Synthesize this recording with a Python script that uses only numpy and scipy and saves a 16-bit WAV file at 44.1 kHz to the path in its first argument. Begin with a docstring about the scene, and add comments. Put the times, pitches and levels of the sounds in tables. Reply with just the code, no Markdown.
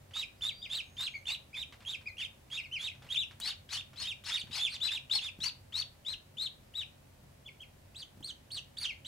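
"""Ducklings peep in overlapping calls beside two kittens on a rug in a small, quiet room, heard close up.
Each peep is an arched, gliding whistle from the syrinx, roughened by noise and side tones when pushed.
Paws and webbed feet pad and scuff as noise bursts; bills and claws tick; a faint thin whistle comes early.
Early copies and a decaying noise tail answer from the room, over a low hum and a faint hiss."""
import sys
import numpy as np
from scipy import signal
from scipy.fft import rfft, irfft, next_fast_len
from scipy.io import wavfile
from scipy.ndimage import uniform_filter1d, map_coordinates

SR = 44100
rng = np.random.default_rng(int(sys.argv[2]) if len(sys.argv) > 2 else 0)


def persist_wave(psi):
    """Save psi, clipped to +-1, as 16-bit WAV."""
    counts = np.round(np.clip(psi, -1, 1) * 32767).astype(np.int16)
    wavfile.write(sys.argv[1], SR, np.atleast_2d(counts).T)


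N = 399974  # samples, about 9 s

# Full peeps, levels before shaping: (time [s], length [s], voice [name], shoulder [Hz], crest [Hz],
# crest position [share of length], whistle level [dB], rasp level [dB])
FULL_PEEPS = [(.135, 0.11, "mellow", 3686, 3930, 0.57, -35.5, -43.5),
              (0.409, 0.091, "mellow", 3560, 3950, 0.88, -33, -45),
              (0.694, 0.12, "mellow", 3550, 3973, 0.56, -34, -44),
              (0.967, .12, "mellow", 3656, 4095, 0.69, -35, -44.5),
              (1.254, 0.1, "mellow", 3590, 4010, 0.86, -35.5, -45),
              (1.542, 0.1, "mellow", 3540, 3924, 0.67, -38, -51.5),
              (1.85, .11, "mellow", 3304, 3820, 0.53, -37.5, -49),
              (2.168, 0.099, "mellow", 3297, 3736, 0.67, -41, -53.5),
              (2.5, 0.1, "mellow", 3274, 3777, 0.58, -40, -49),
              (2.783, 0.11, "mellow", 3435, 3780, 0.65, -37, -46),
              (3.088, .089, "mellow", 3330, 3676, 0.47, -36, -49.5),
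              (3.144, 0.1, "hoarse", 2950, 3753, 0.44, -34, -62),
              (3.409, 0.11, "hoarse", 3884, 4485, 0.75, -34, -41.5),
              (3.456, 0.084, "mellow", 3650, 3680, 0.52, -50, -45),
              (3.69, 0.097, "hoarse", 3886, 4490, 0.62, -37.5, -39),
              (3.724, 0.091, "mellow", 3007, 3620, 0.84, -40.5, -50.5),
              (3.958, 0.12, "hoarse", 3885, 4390, 0.47, -39.5, -44.5),
              (4.036, 0.097, "mellow", 3170, 3717, 0.49, -37.5, -52),
              (4.237, 0.087, "hoarse", 3900, 4430, 0.33, -40.5, -40),
              (4.295, 0.091, "mellow", 3536, 3785, 0.57, -34.5, -44.5),
              (4.35, 0.074, "shrill", 4200, 4700, .62, -41.5, -53.5),
              (4.509, 0.11, "hoarse", 3810, 4450, 0.61, -37, -39),
              (4.577, 0.11, "mellow", 3410, 3640, 0.54, -32, -48),
              (4.686, 0.085, "shrill", 4100, 4690, .62, -44.5, -48.5),
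              (4.801, 0.1, "hoarse", 3376, 4114, 0.51, -28.5, -43.5),
              (4.892, .092, "mellow", 3556, 3735, 0.63, -35.5, -45.5),
              (5.097, .1, "hoarse", 3606, 4440, 0.64, -29, -42),
              (5.198, .1, "mellow", 3530, 3666, 0.57, -39.5, -48.5),
              (5.402, 0.099, "hoarse", 3940, 4650, 0.76, -33.5, -41.5),
              (5.723, .11, "hoarse", 3680, 4430, 0.72, -33.5, -44),
              (6.048, .1, "hoarse", 3610, 4184, 0.67, -35.5, -49.5),
              (6.369, 0.11, "hoarse", 3615, 4190, 0.7, -34, -50),
              (6.738, 0.1, "hoarse", 3480, 3944, 0.32, -37.5, -55.5),
              (7.945, 0.092, "shrill", 3400, 4580, 0.62, -47, -57),
              (8.227, 0.089, "shrill", 4090, 4590, 0.48, -39.5, -56.5),
              (8.504, 0.092, "shrill", 4060, 4610, 0.41, -39, -50.5),
              (8.769, 0.097, "shrill", 4360, 4940, 0.5, -36, -45.5),
              (9.047, 0.076, "shrill", 3890, 4700, 0.67, -39, -44.5)]
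# Short, clean pips: (time [s], length [s], crest [Hz], crest position [share of length], level [dB])
SHORT_PIPS = [(0.469, 0.062, 3790, 0.19, -43), (0.617, 0.066, 3830, .3, -41.5),
              (1.137, 0.049, 2435, 0.1, -38.5), (1.275, 0.052, 2825, 0.234, -40),
              (1.529, 0.074, 2590, 0.12, -43.5), (2.057, 0.055, 2557, .1, -38.5),
              (2.18, 0.071, 3115, 0.34, -39), (2.566, .06, 2773, 0.31, -40),
              (2.63, 0.05, 3080, 0.052, -45.5), (2.713, 0.086, 3135, 0.333, -35.5),
              (2.862, 0.068, 3980, 0.36, -46.5), (7.451, 0.059, 3510, 0.25, -48),
              (7.597, 0.056, 3400, 0.4, -49.5), (8.862, 0.076, 3316, 0.14, -38)]
PIP_SHOULDER, PIP_RASP_DB = .93, -28  # shoulder [share of the crest]; rasp relative to the pip's level [dB]
# Spectrum of the rasp's noise: (frequency [Hz], relative level [dB])
RASP_SPECTRUM = [(300, -54), (600, -15), (900, -1), (1300, 1.5), (1900, 3), (2700, 4.5), (4500, 3),
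                 (5600, -0.5), (7000, -2.5), (8600, -9.5), (11000, -10.5), (15500, -27)]
# Left minus right for all the birds: (frequency [Hz], difference [dB])
STEREO_LEAN = [(2000, 0.5), (3400, 0), (4400, 2.5), (6000, 4.5), (8000, -0.5), (12000, -3.5)]
LAG_PER_DB = 3e-6  # how much sooner the louder side hears a call [s per dB of left-right difference]


def ducklings():
    """All the calls; each reaches the side its voice is panned to louder and a little sooner."""
    out = np.zeros((2, N))
    spray = patchy(noise(RASP_SPECTRUM), patchy_db=4.5)
    pips = [(s, length, "soft", PIP_SHOULDER * crest_hz, crest_hz, crest_at, db, db + PIP_RASP_DB)
            for s, length, crest_hz, crest_at, db in SHORT_PIPS]
    for row in FULL_PEEPS + pips:
        s, pan_db = row[0], VOICE_TYPES[row[2]]["pan_db"]
        call = peep(row, np.roll(spray, -round(s * SR)))
        sides_db = np.array([[pan_db / 2], [-pan_db / 2]])

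        def placement(hz):
            return amp(sides_db) * np.exp(2j * np.pi * hz * LAG_PER_DB * sides_db)

        add(out, s, filtered(reflections(call), placement))
    return filtered(out, lambda hz: amp(along(STEREO_LEAN, hz) * np.array([[.5], [-.5]])))


# How each type of call is sung, by name:
# scoop [share flat at the start], rise_s [s], sag [share], climb and fall [curve exponents], end_hz [Hz],
# jitter [share of pitch], swell_db [dB, middle against ends], tilt_db [dB, start to end],
# rasp_at [share of length, where rasp peaks], octave_db [dB], third_db [dB relative to the octave],
# twin_ratio [pitch ratio] and twin_db [dB over the rasp] of the syrinx's other side, pan_db [dB, left minus right]
VOICE_TYPES = { "mellow": dict(scoop=.24, rise_s=0.00601, sag=0.01225, climb=7.8, fall=1.2, end_hz=2208, jitter=0.0162, swell_db=1.4, tilt_db=-0.5, rasp_at=0.44, octave_db=-18, third_db=-1, twin_ratio=1, twin_db=7.5, pan_db=-3),
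               "hoarse": dict(scoop=0.24, rise_s=.008, sag=0.0047, climb=2.1, fall=.85, end_hz=2350, jitter=0.01645, swell_db=3, tilt_db=-4, rasp_at=0.52, octave_db=-21, third_db=-3, twin_ratio=1, twin_db=-12.5, pan_db=4),
               "shrill": dict(scoop=0.32, rise_s=0.0089, sag=0.0026, climb=1.1, fall=1.5, end_hz=2780, jitter=0.0263, swell_db=-3.5, tilt_db=0, rasp_at=0.66, octave_db=-10.5, third_db=-11, twin_ratio=0.92, twin_db=11, pan_db=-2.2),
               "soft": dict(scoop=0.11, rise_s=0.00518, sag=0.0042, climb=2.16, fall=3.1, end_hz=2057, jitter=0.015, swell_db=0, tilt_db=-6, rasp_at=0.38, octave_db=-22.5, third_db=-9.5, twin_ratio=.99, twin_db=17.5, pan_db=0.5)}
# Soft start, then the voice catches: (position [share of length], level [dB])
CALL_SWELL = [(0, -10), (.1, -13), (.18, -1.5), (.85, 0), (1, -1)]
# Rise and fall of the rasp: (position from its peak [share of length], level [dB])
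RASP_ENVELOPE = [(-.6, -17), (-.32, -14), (-.15, -3.5), (.1, -3), (.3, -7), (.55, -28.5)]
# What the bill does to the overtones: (frequency [Hz], gain [dB])
BILL_RESPONSE = [(4200, 1), (5000, 5.5), (6000, -1.5), (7200, -3), (8600, -1), (9800, -4), (11000, -6.5),
                 (12500, -9), (15500, -1)]
# How well the throat carries each pitch: (frequency [Hz], gain [dB])
THROAT_RESPONSE = [(2000, -21.5), (2200, -5.5), (2450, 0), (3000, -2), (3700, -0.5), (4200, -5.5),
                   (4600, 0.5), (5000, -37)]


def peep(row, hiss, rasp_jitter=0.017, flutter_db=3, dull_db=-5, fourth_db=-13,
         attack=0.0019, release=0.003, whistle_db=-0.96, spray_db=-1.5,
         beat_db=-8, beat_hz=950, beat_waver=0.1985, grain_db=1.5, give_way_db=-10.0,
         twin_octave_db=-17, shake_db=-3, twin_waver=0.046):
    """One call: a gliding whistle with weak overtones; pushed, the membranes beat and spray noise around it."""
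    _, length, name, shoulder_hz, crest_hz, crest_at, level, rasp = row
    voice = VOICE_TYPES[name]
    n = int(length * SR)
    t = np.arange(n) / SR
    u = t / length  # share of the length
    gate = np.clip(t / attack, 0, 1) * np.clip((length - t) / release, 0, 1)
    effort = level + np.interp(u, *np.transpose(CALL_SWELL))
    effort = effort - voice["swell_db"] * np.cos(2 * np.pi * u) + voice["tilt_db"] * (u - .5)
    chaos = amp(rasp + np.interp(u - voice["rasp_at"], *np.transpose(RASP_ENVELOPE)))
    rough = np.clip(chaos / amp(level), 0, 1)

    # the clean whistle gives way as the rasp takes over
    loud = amp(effort + whistle_db + give_way_db * rough + flutter_db * wobble(n, 251.8))
    pitch = arch(t, shoulder_hz, crest_hz, crest_at, voice)
    unsteady = voice["jitter"] * wobble(n, 142.4) + rasp_jitter * rough * wobble(n, 890)
    hz = pitch * (1 + unsteady)
    phase = 2 * np.pi * np.cumsum(hz) / SR

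    # overtones fade at both ends, where the push is weak
    bright_db = voice["octave_db"] + dull_db * (2 * u - 1) ** 2
    harmonics_db = [0, voice["third_db"], voice["third_db"] + fourth_db]
    overtones = sum(amp(bright_db + db + along(BILL_RESPONSE, k * hz)) * np.sin(k * phase)
                    for k, db in enumerate(harmonics_db, 2))

    # irregular cycles shake the whistle and blur its line
    shake = chaos * amp(shake_db) * wobble(n, 1800)
    fundamental = amp(along(THROAT_RESPONSE, pitch)) * np.sin(phase)
    tone = np.sqrt(2) * (loud + shake) * (fundamental + overtones)

    # the other side of the syrinx slips out of tune and splits the note
    twin_hz = hz * (voice["twin_ratio"] + twin_waver * wobble(n, 119.7))
    other = 2 * np.pi * np.cumsum(twin_hz) / SR
    twin = amp(voice["twin_db"]) * (np.sin(other) + amp(twin_octave_db) * np.sin(2 * other))

    # a slower, unsteady motion of the membranes chops the whistle into side strands
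    slow_hz = beat_hz * np.exp(.3 * rng.normal() + beat_waver * wobble(n, 251.8))
    slow = 2 * np.pi * np.cumsum(slow_hz) / SR
    carrier = 2 * np.sin(phase) + .5 * np.sin(2 * phase) + 0.14
    strands = amp(beat_db + 7.3 * wobble(n, 103)) * np.cos(slow) * carrier

    spray = amp(spray_db + grain_db * wobble(n, 588.5)) * hiss[:n]
    return gate * (tone + chaos * (twin + strands + spray))


def arch(t, shoulder_hz, crest_hz, crest_at, voice, glide=0.0084):
    """A call's pitch: it scoops up to a shoulder, climbs to its crest and falls as the push ends."""
    u = t / t[-1]
    top = np.clip(crest_at, .02, .95)
    lift = np.abs(np.sin(np.pi / 2 * u / top)) ** voice["climb"]
    climb = shoulder_hz + (crest_hz - shoulder_hz) * lift
    climb = climb * (1 - voice["sag"] * np.sin(np.pi * u / top) ** 2)
    drop = np.abs(np.cos(np.pi / 2 * (u - top) / (1 - top))) ** voice["fall"]
    fall = voice["end_hz"] + (crest_hz - voice["end_hz"]) * drop
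    scoop = 1 - voice["scoop"] * np.exp(-t / voice["rise_s"])
    # glide [s] rounds off the corners
    return uniform_filter1d(scoop * np.where(u < top, climb, fall), int(glide * SR) + 1, mode="nearest")


def patchy(x, patchy_db):
    """Break a noise into short strands of random strength."""
    z = signal.stft(x, nperseg=256)[2]
    field = rng.standard_normal(z.shape)
    field = uniform_filter1d(uniform_filter1d(field, 3, 0), 4, 1)
    strands = signal.istft(z * amp(patchy_db * unit(field)), nperseg=256)[1]
    return unit(strands[:len(x)])


def reflections(call, echo_db=-12, first=.002, last=0.015, count=8):
    """Floor and furniture return weak copies, by new paths for each call as the bird moves and turns."""
    out = np.zeros((2, len(call) + SR // 10))
    add(out, 0, call)
    for delay, size, skew in rng.random((count, 3)):
        when = first + last * delay
        copy = amp(echo_db) * (size * 2 - 1) * call
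        add(out[0], when, copy)
        add(out[1], abs(when + (skew - .5) * .0004), copy)  # up to 0.2 ms apart between the sides
    return out


# Sharp ticks of bills and claws: (time [s], level before gain [dB])
TICK_HITS = [(1.0081, -18.5), (1.918, -35), (3.4005, -14), (4.2412, -28), (7.1661, -69), (7.617, -34),
             (8.7849, -44)]
# Bright spectrum of a tick: (frequency [Hz], relative level [dB])
TICK_SPECTRUM = [(200, -22), (1200, 14), (3500, 10), (8000, 15), (15000, 5)]


def ticks():
    """Bills and claws tap: bright noise bursts with the sharpest onset."""
    return contacts(TICK_HITS, TICK_SPECTRUM, attack=0.00025, t60=0.047, gain_db=-25.5)


# Scuffs on the rug: (time [s], level before gain [dB])
SCUFF_HITS = [(0.1082, -44.5), (1.723, -37), (1.7377, -58), (1.804, -43.5), (1.821, -46.5), (2.0094, -45),
              (2.949, -48), (3.021, -40.5), (3.0442, -47.5), (3.0642, -45), (3.309, -39.5), (3.9305, -43.5),
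              (4.47, -44), (8.173, -56)]
# Mid-heavy spectrum of a scuff: (frequency [Hz], relative level [dB])
SCUFF_SPECTRUM = [(150, -14), (700, 10.5), (3000, 11.5), (5000, 3), (9000, -9), (15000, -17)]


def scuffs():
    """Feet rub the rug: mid-heavy noise bursts with a longer decay."""
    return contacts(SCUFF_HITS, SCUFF_SPECTRUM, attack=0.00072, t60=0.12, gain_db=-12.5)


# Soft footfalls: (time [s], level before gain [dB])
STEP_HITS = [(3.044, -43.5), (3.4, -55), (4.018, -45), (4.438, -44.5), (4.499, -45), (5.213, -49),
             (5.388, -42.5), (7.235, -51), (8.172, -45), (8.205, -41)]
# Low spectrum of a footfall: (frequency [Hz], relative level [dB])
STEP_SPECTRUM = [(40, -18), (100, 1), (170, 8), (350, -6), (800, -13), (2000, -30)]


def footfalls():
    """Paws and webbed feet pad on the rug: low, short noise bursts."""
    return contacts(STEP_HITS, STEP_SPECTRUM, attack=0.00093, t60=0.066, gain_db=-5.5)


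def contacts(rows, colour, attack, t60, gain_db):
    """Contacts that do not ring: a burst of noise each, dying quickly (attack and t60 in s)."""
    envelope = np.zeros(N)
    t = np.arange(SR // 3) / SR
    for s, db in rows:
        decay = amp(db + gain_db - 60 * t / t60)
        add(envelope, s, decay * (1 - np.exp(-t / attack)))
    return envelope * noise(colour)


# A faint thin whistle: (time [s], frequency [Hz], level [dB])
WHISTLE_LINE = [(.38, 5000, -72), (.48, 4700, -66), (.54, 4630, -57), (.62, 4770, -53), (.68, 4900, -64),
                (.78, 4950, -78), (.8, 6450, -76), (1.05, 6620, -64), (1.22, 6450, -72)]


def thin_whistle(waver=0.0062):
    """A faint, wavering high sine that swells, fades, jumps up once, swells again and ends."""
    hz, db = curves(WHISTLE_LINE)
    t = np.arange(N) / SR
    sounding = (t > WHISTLE_LINE[0][0]) & (t < WHISTLE_LINE[-1][0])
    phase = 2 * np.pi * np.cumsum(hz * (1 + waver * wobble(N, 280))) / SR
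    return sounding * amp(db) * np.sin(phase)


# How quickly the room dies away: (frequency [Hz], decay time t60 [s])
WALL_DECAY = [(200, 0.53), (2000, 0.31), (4500, 0.25), (12000, 0.16)]


def walls(x, gap=0.0055):
    """The room's diffuse answer after a gap [s]: a noise tail whose frequencies die at their own speed."""
    hz, t, z = signal.stft(rng.standard_normal((2, SR // 2)), SR, nperseg=256)
    decay = amp(-60 * t / along(WALL_DECAY, hz)[:, None])
    tail = signal.istft(z * decay, SR, nperseg=256)[1]
    late = np.pad(x, (round(gap * SR), 0))
    return signal.fftconvolve(late[None], tail / np.linalg.norm(tail[0]), axes=1)[:, :N]


# Spectrum of the room's hum: (frequency [Hz], relative level [dB])
HUM_SPECTRUM = [(15, -55.5), (25, -35), (37, -7), (59, -3.5), (81, -0.5), (94, 6.5), (108, -10.5), (134, 2),
                (151, -6.5), (168, -13.5), (193, -9), (237, -9.5), (336, -19), (373, -17), (400, -25),
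                (520, -56), (880, -120)]
# Spectrum of the room's hiss: (frequency [Hz], relative level [dB])
AIR_SPECTRUM = [(180, -9), (300, -10), (404, -8), (424, -8.5), (461, -8.5), (553, -3.5), (641, -6.5),
                (1220, -14), (1970, -14.5), (2100, -14.5), (6050, -21.5), (8560, -22), (15500, -25.5)]
# How alike the two sides are: (frequency [Hz], left-right likeness [0 to 1])
SIDE_LIKENESS = [(60, 0.99), (130, 0.98), (260, 0.53), (600, 0.033), (3000, 0.033), (12000, 0.21)]
HUM_DB, AIR_DB = -60, -63.5  # levels of the hum and the hiss [dB]


def room_tone():
    """A low hum, alike on both sides, under a faint, wider hiss: two shaped noises."""
    return amp(HUM_DB) * wide(HUM_SPECTRUM) + amp(AIR_DB) * wide(AIR_SPECTRUM)


def wide(colour):
    """Stereo noise: independent mid and side noises, balanced to set the left-right likeness."""
    def turn(hz):
        return np.arccos(np.clip(along(SIDE_LIKENESS, hz), -1, 1)) / 2

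    mid = filtered(noise(colour), lambda hz: np.cos(turn(hz)))
    side = filtered(noise(colour), lambda hz: np.sin(turn(hz)))
    return np.array([mid + side, mid - side])


def amp(db):
    """Decibels to gain."""
    return 10 ** (np.asarray(db) / 20)


def unit(x):
    """Scale to rms 1."""
    return x / np.sqrt(np.mean(x ** 2) + 1e-20)


def along(points, hz):
    """(frequency [Hz], value) points read on a log frequency axis."""
    f, v = np.transpose(points)
    return np.interp(np.log(hz + 1), np.log(f + 1), v)


def curves(rows):
    """One value per sample for each column after the time."""
    s, *cols = np.transpose(rows)
    return [np.interp(np.arange(N) / SR, s, c) for c in cols]


def wobble(n, rate):
    """A smooth random curve of n samples, rate knots a second."""
    return map_coordinates(rng.standard_normal(2048), [np.arange(n) * rate / SR], mode="mirror")


def filtered(x, response):
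    """x with its spectrum multiplied by a response of frequency."""
    n = x.shape[-1]
    m = next_fast_len(n + 4096)
    return irfft(rfft(x, m) * response(np.fft.rfftfreq(m, 1 / SR)), m)[..., :n]


def noise(colour):
    """Noise of rms 1 shaped by (frequency [Hz], relative level [dB]) points."""
    return unit(filtered(rng.standard_normal(N), lambda hz: amp(along(colour, hz))))


def add(track, s, sound):
    """Mix a sound into a track at a time [s]."""
    part = track[..., round(s * SR):][..., :sound.shape[-1]]
    part += sound[..., :part.shape[-1]]


def scene(wet_db=-9):
    """The animals, the thin whistle, the room's answer and its quiet background."""
    movement = ticks() + scuffs() + footfalls()
    near = ducklings() + movement + thin_whistle()
    return near + amp(wet_db) * walls(near.mean(axis=0)) + room_tone()


TOP_HZ = 15800  # upper band limit [Hz]


def record(dry):
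    """A steep band limit: nothing passes from TOP_HZ up."""
    return filtered(dry, lambda hz: hz < TOP_HZ)


dry = scene()
out = record(dry)
persist_wave(out)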